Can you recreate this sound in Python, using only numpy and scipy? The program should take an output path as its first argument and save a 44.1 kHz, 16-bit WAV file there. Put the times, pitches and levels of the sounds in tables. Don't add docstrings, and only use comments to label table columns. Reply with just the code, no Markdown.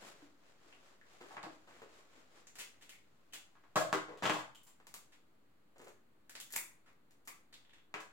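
import sys
import numpy as np
from scipy import signal
from scipy.fft import rfft, irfft, next_fast_len
from scipy.io import wavfile
from scipy.ndimage import uniform_filter1d

SR = 44100
rng = np.random.default_rng(int(sys.argv[2]) if len(sys.argv) > 2 else 0)


def wav_out(sig):
    wavfile.write(sys.argv[1], SR, np.round(np.clip(np.atleast_2d(sig).T, -1, 1) * 32767).astype(np.int16))


N = 358091

# start_s, level_db, decay_s, place, treble_db,
# ring_hz, ring_db
SHELL_CRACKS = [ (0.726, -53.5, 0.00066, "right", -26, 2900, 16.5),
                (1.013, -57, 0.0029, "left", -24, 1720, 15), (1.43, -41, 0.0025, "right", -18.5, 4480, 9),
                (2.47, -49.5, 0.0018, "right", -12, 6700, 12.5),
                (2.555, -43, 0.0015, "right", -9, 2000, -3), (2.586, -37, 0.0052, "right", -4, 2920, 4),
                (2.6, -40.5, 0.0032, "right", -3.5, 2920, 8.5),
                (2.812, -47.5, 0.01, "right", -8.5, 3200, 5),
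                (2.893, -48.5, 0.0031, "right", -1, 3020, 9.5),
                (2.921, -55.5, 0.0051, "right", -6.5, 2190, 16), (3.325, -59, .004, "right", 3, 3000, 19),
                (3.334, -38.5, 0.0024, "right", -4.5, 3120, 6), (3.344, -49, 0.0031, "right", -3, 2800, -5),
                (4.869, -49, 0.00073, "left", -3, 1000, 10.5),
                (4.941, -43.5, 0.0015, "left", 2.5, 1100, 10.5),
                (5.121, -50.5, 0.0048, "right", -14, 3400, 3.5),
                (6.295, -48.5, 0.00086, "right", 0.5, 1620, 9),
                (6.353, -37.5, .0006, "right", -12, 4550, 5), (6.401, -46.5, .0017, "right", 7, 3280, 9.5),
                (6.505, -55.5, 0.0037, "left", 7, 1810, 14), (6.524, -54.5, 0.0019, "left", 19, 2200, 7),
                (6.532, -38.5, 0.0032, "left", -1.5, 1900, 5),
                (6.5593, -35.5, 0.0014, "lifted", 8, 950, 13),
                (6.563, -35.5, 0.0012, "middle", 1, 2280, 13.5),
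                (6.861, -51.5, 0.0096, "right", -20, 1240, 9.5),
                (7.108, -59.5, 0.0017, "left", -5, 3000, -1), (7.251, -68, .006, "left", 9, 1920, 2),
                (7.275, -45.5, 0.0018, "left", 4.5, 1114, 18.5),
                (7.279, -51, 0.00063, "left", -7, 2250, 18), (7.527, -49, 0.0023, "right", -13, 4400, 11),
                (7.54, -51.5, 0.001, "right", -7.5, 3530, 12.5),
                (7.733, -51.5, 0.0019, "right", -18, 3360, 6)]
# freq_hz, gain_db
SHELL_EQ = [(120.0, -11), (200.0, -7), (350.0, -3), (620.0, -2.5), (1090.0, -2), (1920.0, 3), (3360.0, 0.5),
            (5900.0, 0), (7820.0, 0.5), (10360.0, -2.5), (13730.0, -6)]


def shells():
    hits = [(*crack, ring_hz, ring_db, piece_bass_db(ring_hz))
            for *crack, ring_hz, ring_db in SHELL_CRACKS + picking_ticks()]
    return contacts(hits, SHELL_EQ, modes=[], slips_per_s=2600, spread_db=7.5, first_db=3.5,
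                    direct_db=-4.5, ring_width_share=0.39, overtone_share=0.14)


def piece_bass_db(ring_hz, usual_hz=3160, db_per_octave=5.5):
    return db_per_octave * np.log2(usual_hz / ring_hz)


# start_s, length_s, level_db, place, treble_db, ring_hz, ring_db
PICKING_SPELLS = [(5.782, 0.097, -63.5, "left", 2, 6600, 4.5),
                  (7.652, .135, -57, "right", -23.5, 3420, 14.5)]


def picking_ticks(count=4, decay_s=0.00071, spread_db=2.5, jitter=0.08):
    ticks = []
    for start_s, length_s, level_db, *colour in PICKING_SPELLS:
        for k, (late, louder) in enumerate(rng.standard_normal((count, 2))):
            tick_s = start_s + length_s * (k + jitter * late) / (count - 1)
            ticks.append((tick_s, level_db + spread_db * louder, decay_s, *colour))
    return ticks


# start_s, level_db, decay_s, place, treble_db, ring_hz, ring_db
TRAY_KNOCKS = [ (1.308, -39.5, 0.0021, "left", -15, 806, 14.5), (1.336, -41, 0.014, "left", -13, 830, 11),
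               (1.368, -26, 0.0023, "left", -17, 2410, 4.5), (1.435, -29.5, 0.0091, "right", -17, 775, 8),
               (3.553, -46, .008, "middle", -10, 1430, 2), (3.636, -44, 0.0065, "middle", -14, 1340, -0.5),
               (3.7575, -12.5, 0.004, "right", 7.5, 636, 7), (3.7598, -16, 0.0025, "right", -6, 1220, 10),
               (3.799, -25.5, 0.003, "right", 16, 634, 23.5), (3.838, -38.5, 0.0043, "right", 1, 663, 23),
               (3.928, -13, 0.0023, "middle", -0.5, 1400, 5), (3.935, -21, 0.0043, "middle", 4, 379, 17),
               (4.083, -32, 0.02, "left", -8, 460, 16), (4.174, -43, 0.01, "middle", 10, 3420, 8),
               (4.223, -19, 0.0085, "left", -7, 1100, -0.5),
               (4.231, -16.5, 0.0087, "middle", 0.5, 2900, 3.5),
               (4.254, -14, 0.0052, "middle", -0.5, 3150, 10),
               (4.297, -13, 0.0029, "middle", -1.5, 2640, 5.5), (4.333, -23, 0.011, "middle", 5.5, 875, 8),
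               (4.389, -27.5, 0.0038, "middle", 3.5, 980, 1), (7.941, -25.5, 0.0023, "left", 0, 2460, 12),
               (7.944, -34, 0.0045, "left", -3, 408, 18), (7.972, -36, .005, "left", -11, 1500, 11),
               (8.001, -33, 0.0037, "left", 9.5, 430, 7)]
# freq_hz, gain_db
TRAY_EQ = [(120, -11.5), (200, -16), (350, -3.5), (620, -2), (1090, 0.5), (1920, -8), (3360, -14.5),
           (5900, -20.5), (7820, -23.5), (10360, -32.5), (13730, -36.5)]
# freq_hz, width_hz, gain_db
TRAY_TABLE_MODES = [(129.6, 18, 10), (166, 22, 11), (198.4, 45, 15), (310.7, 20, 11), (370, 24, -3.5),
                    (516, 9.4, -6.5), (606, 19.4, 0.5), (617, 29, 4), (695, 18, 0), (796, 6.5, -3),
                    (1083, 43, 4.5), (1050, 17, -5), (1327, 12, 0.5), (1290, 24, 3), (1667, 23, 9),
                    (2010, 49, 5), (3325, 87, 2)]


def trays(heavy_db=-15, usual_decay_s=0.0039):
    hits = []
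    for start_s, level_db, decay_s, *colour in TRAY_KNOCKS:
        bass_db = 0.5 * (level_db - heavy_db) + 4 * np.log2(decay_s / usual_decay_s)
        hits.append((start_s, level_db, decay_s, *colour, bass_db))
    return contacts(hits, TRAY_EQ, TRAY_TABLE_MODES, slips_per_s=2200, spread_db=2.0, first_db=-1.5,
                    direct_db=-3.5, ring_width_share=0.45, overtone_share=0.081)


# start_s, level_db, decay_s, hollow_hz, ring_db
HAND_BUMPS = [(0.023, -35.5, 0.021, 200, 10), (0.221, -45.5, 0.0078, 291, 21),
              (0.63, -58, 0.014, 300, 25.5), (1.207, -32.5, .03, 380, 7), (1.436, -42, 0.011, 171, 19),
              (1.464, -42.5, 0.0031, 315, 24.5), (1.675, -35, 0.056, 290, -3),
              (1.819, -35.5, 0.0073, 470, 10.5), (2.155, -47, 0.02, 286, 14), (4.801, -46, .0035, 1170, 4),
              (5.76, -46.5, 0.011, 610, 11), (5.795, -37.5, 0.017, 427, 12.5),
              (5.87, -37, 0.0094, 560, 7.5)]
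# freq_hz, gain_db
HAND_EQ = [(120.0, -4.5), (200.0, -6), (350.0, 1), (620.0, -2.5), (1090.0, -2.5), (1920.0, -6.5),
           (3360.0, -13), (5900.0, -23), (7820.0, -20.5), (10360.0, -33), (13730.0, -29)]


def hands(treble_db=-3.5, bass_db=-0.5):
    hits = [(start_s, level_db, decay_s, "left", treble_db, hollow_hz, ring_db, bass_db)
            for start_s, level_db, decay_s, hollow_hz, ring_db in HAND_BUMPS]
    return contacts(hits, HAND_EQ, modes=[], slips_per_s=3000, spread_db=5.5, first_db=9.0,
                    direct_db=0.5, ring_width_share=0.42, overtone_share=0.044)


# start_s, level_db, decay_s, treble_db, ring_hz, ring_db
TOOL_CLINKS = [(4.549, -56.5, 0.0018, 0, 3170, 13), (4.633, -77.5, .001, 23.5, 7000, -0.5),
               (4.668, -56.5, 0.0054, 2.5, 990, 15)]
# freq_hz, width_hz, gain_db
METAL_MODES = [(3060, 300, 6), (7370, 440, 6.5)]


def tool():
    hits = [(start_s, level_db, decay_s, "middle", treble_db, ring_hz, ring_db, piece_bass_db(ring_hz))
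            for start_s, level_db, decay_s, treble_db, ring_hz, ring_db in TOOL_CLINKS]
    return contacts(hits, SHELL_EQ, METAL_MODES, slips_per_s=5000, spread_db=2.0, first_db=8.0,
                    direct_db=-9.0, ring_width_share=0.37, overtone_share=0.098)


def contacts(hits, body_eq, modes, slips_per_s, spread_db, first_db, direct_db,
             ring_width_share, overtone_share, size=16384):
    hz = bin_hz(size)
    tail = reverb_tail(size)
    mix = np.zeros((2, N + size))
    body_db = at_hz(body_eq, hz) + sum(resonance(hz, *mode) for mode in modes)
    body_db -= 10 * np.log10(1 + (85 / np.maximum(hz, 10)) ** 7)
    low_shelf = at_hz([(150, 1), (1200, 0)], hz)
    high_shelf = at_hz([(2000, 0), (12000, 1)], hz)
    for start_s, level_db, decay_s, place, treble_db, ring_hz, ring_db, bass_db in hits:
        width_hz = ring_width_share * ring_hz
        piece_db = resonance(hz, ring_hz, width_hz, ring_db)
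        piece_db += resonance(hz, 2 * ring_hz, width_hz, overtone_share * ring_db)
        tone_db = level_db + body_db + bass_db * low_shelf + treble_db * high_shelf + piece_db
        slips = fractures(decay_s, slips_per_s, spread_db, first_db, size)
        in_room = irfft(rfft(slips) * kitchen(tail, place, direct_db, size))
        hit = coloured(in_room, tone_db, smooth_bins=44)
        start = max(round(start_s * SR), 0)
        mix[:, start:start + size] += hit * np.sqrt(SR / 100)
    return mix[:, :N]


def fractures(decay_s, slips_per_s, spread_db, first_db, size):
    t = np.arange(size) / SR
    slips = (rng.random(size) < slips_per_s / SR) * rng.standard_normal(size)
    slips *= from_db(spread_db * rng.standard_normal(size))
    slips *= np.exp(-t / (2 * decay_s))
    slips[0] = from_db(first_db)
    return slips


# time_s, level_db
RUB_ENVELOPE = [(0.0, -59), (0.12, -55.5), (0.3, -71.5), (0.82, -63.5), (1.03, -70.5), (1.22, -60.5),
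                (1.45, -63.5), (1.58, -67), (2.0, -63.5), (2.221, -67), (2.38, -64), (2.55, -73)]
# freq_hz, gain_db
PAPER_EQ = [(180, -30.5), (300, -3.5), (348, -0.5), (624, -0.5), (915, -5), (1040, -3), (1140, -3),
            (4370, -12.5), (7570, -19), (8220, -22), (16000, -38)]
# freq_hz, gain_db
CRACKLE_EQ = [(1000, -25), (3000, 0.5), (5000, -1), (9000, -2), (16000, -13.5)]


def napkin(strokes_per_s=4.7, first_stroke_s=0.054, stroke_db=3,
           flutter_db=1.25, crinkles_per_s=300, rest_db_per_s=3.5, hard_rub_db=-57.5):
    t = np.arange(N) / SR
    times_s, levels_db = np.transpose(RUB_ENVELOPE)
    swing_db = stroke_db * np.cos(2 * np.pi * strokes_per_s * (t - first_stroke_s)) * (t < times_s[-1])
    fade_db = rest_db_per_s * np.maximum(t - times_s[-1], 0)
    catches = np.interp(t * crinkles_per_s, np.arange(N), rng.standard_normal(N))
    rub_db = np.interp(t, times_s, levels_db) + swing_db - fade_db + flutter_db * catches
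    crackle_db = -69 + 2 * (rub_db - hard_rub_db)
    return room_noise(PAPER_EQ) * from_db(rub_db) + room_noise(CRACKLE_EQ) * from_db(crackle_db)


TABLE_PLACES = {"left": (0.17, 1.36, -0.3), "middle": (0.0, 1.5, -1.5), "right": (-0.097, 1.1, -3.6),
                "lifted": (0.15, 1.0, 2.4)}


def kitchen(tail, place, direct_db, size, early_db=-6.5, early_decay_s=0.018, echoes_per_s=700):
    t, hz = np.arange(size) / SR, bin_hz(size)
    echoes = (rng.random(size) < echoes_per_s / SR) * rng.standard_normal(size)
    echoes *= np.exp(-t / early_decay_s)
    early = rfft(echoes) / np.sqrt(np.sum(echoes ** 2) + 1e-12)
    left_lead_ms, pan_left_db, near_db = TABLE_PLACES[place]
    sides = np.array([[1], [-1]])
    delay_s = (abs(left_lead_ms) - sides * left_lead_ms) / 2 / 1000
    near = (from_db(direct_db + near_db) + from_db(early_db) * early) * np.exp(-2j * np.pi * hz * delay_s)
    return (tail + near) * from_db(sides * pan_left_db / 2)


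# freq_hz, t60_s
REVERB_TIMES = [(150, 0.45), (400, 0.33), (1000, .41), (2800, 0.36), (7300, 0.33), (15000, 0.25)]


def reverb_tail(size, attack_s=0.001):
    t, hz = np.arange(size) / SR, bin_hz(size)
    noise = diffuse(size)
    centres_hz = np.geomspace(120, 15000, 8)
    tail = 0
    for centre_hz, weights in zip(centres_hz, np.eye(len(centres_hz))):
        band = irfft(noise * at_hz(np.c_[centres_hz, weights], hz))
        tail += band * from_db(-60 * t / at_hz(REVERB_TIMES, centre_hz))
    tail *= np.clip(t / attack_s, 0, 1)
    return rfft(coloured(tail, tone_db=0, smooth_bins=30))


# freq_hz, gain_db
AIR_EQ = [(15, -39.5), (25, -8.5), (33, -14.5), (127, -5.5), (190, -6.5), (317, -5), (354, -9.5),
          (416, -11), (695, -15.5), (1190, -15.5), (1650, -20), (3920, -29), (4370, -28), (5280, -38.5),
          (16000, -35.5)]


def room_tone():
    return from_db(-70) * room_noise(AIR_EQ)


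def room_noise(eq):
    size = next_fast_len(N, real=True)
    noise = irfft(diffuse(size) * from_db(at_hz(eq, bin_hz(size))), size)[:, :N]
    return noise / noise.std()


# freq_hz, correlation
STEREO_LIKENESS = [(40, 0.58), (125, 0.35), (250, 0.62), (500, 0.52), (1000, -0.055), (2000, 0.041),
                   (4000, -0.14), (8000, -0.05)]


def diffuse(size):
    alike = at_hz(STEREO_LIKENESS, bin_hz(size))
    mid, side = rfft(rng.standard_normal((2, size)))
    return np.sqrt(1 + alike) * mid + np.sqrt(1 - alike) * side * [[1], [-1]]


def coloured(sound, tone_db, smooth_bins):
    size, spectrum = sound.shape[-1], rfft(sound)
    power = uniform_filter1d(np.mean(np.abs(spectrum) ** 2, axis=0), smooth_bins)
    cepstrum = irfft(np.log(from_db(tone_db) / np.sqrt(np.abs(power) + 1e-18)))
    cepstrum[1:size // 2] *= 2
    cepstrum[size // 2 + 1:] = 0
    return irfft(spectrum * np.exp(rfft(cepstrum)))


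def resonance(hz, centre_hz, width_hz, gain_db):
    return gain_db / (1 + (2 * (hz - centre_hz) / width_hz) ** 2)


def at_hz(points, hz):
    knots_hz, values = np.transpose(points)
    return np.interp(np.log(np.maximum(hz, 1)), np.log(knots_hz), values)


def bin_hz(size):
    return np.fft.rfftfreq(size, 1 / SR)


def from_db(db):
    return 10 ** (np.asarray(db) / 20)


def scene():
    handling = shells() + tool() + trays() + hands()
    background = napkin() + room_tone()
    return handling + background * from_db([[0.5], [-0.5]])


# freq_hz, gain_db
MICROPHONE_EQ = [(100, -4), (5800, -1), (7500, 3.5), (8200, -0.5), (10000, -0.5), (16000, 0)]


def record(dry, cutoff_hz=15950, dc_offset=-0.0005):
    size = next_fast_len(N + 4096, real=True)
    response = from_db(at_hz(MICROPHONE_EQ, bin_hz(size)))
    heard = irfft(rfft(dry, size) * response, size)[:, :N]
    lowpass = signal.ellip(12, 0.1, 80, cutoff_hz, fs=SR, output="sos")
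    return signal.sosfilt(lowpass, heard) + dc_offset


dry = scene()
out = record(dry)
wav_out(out)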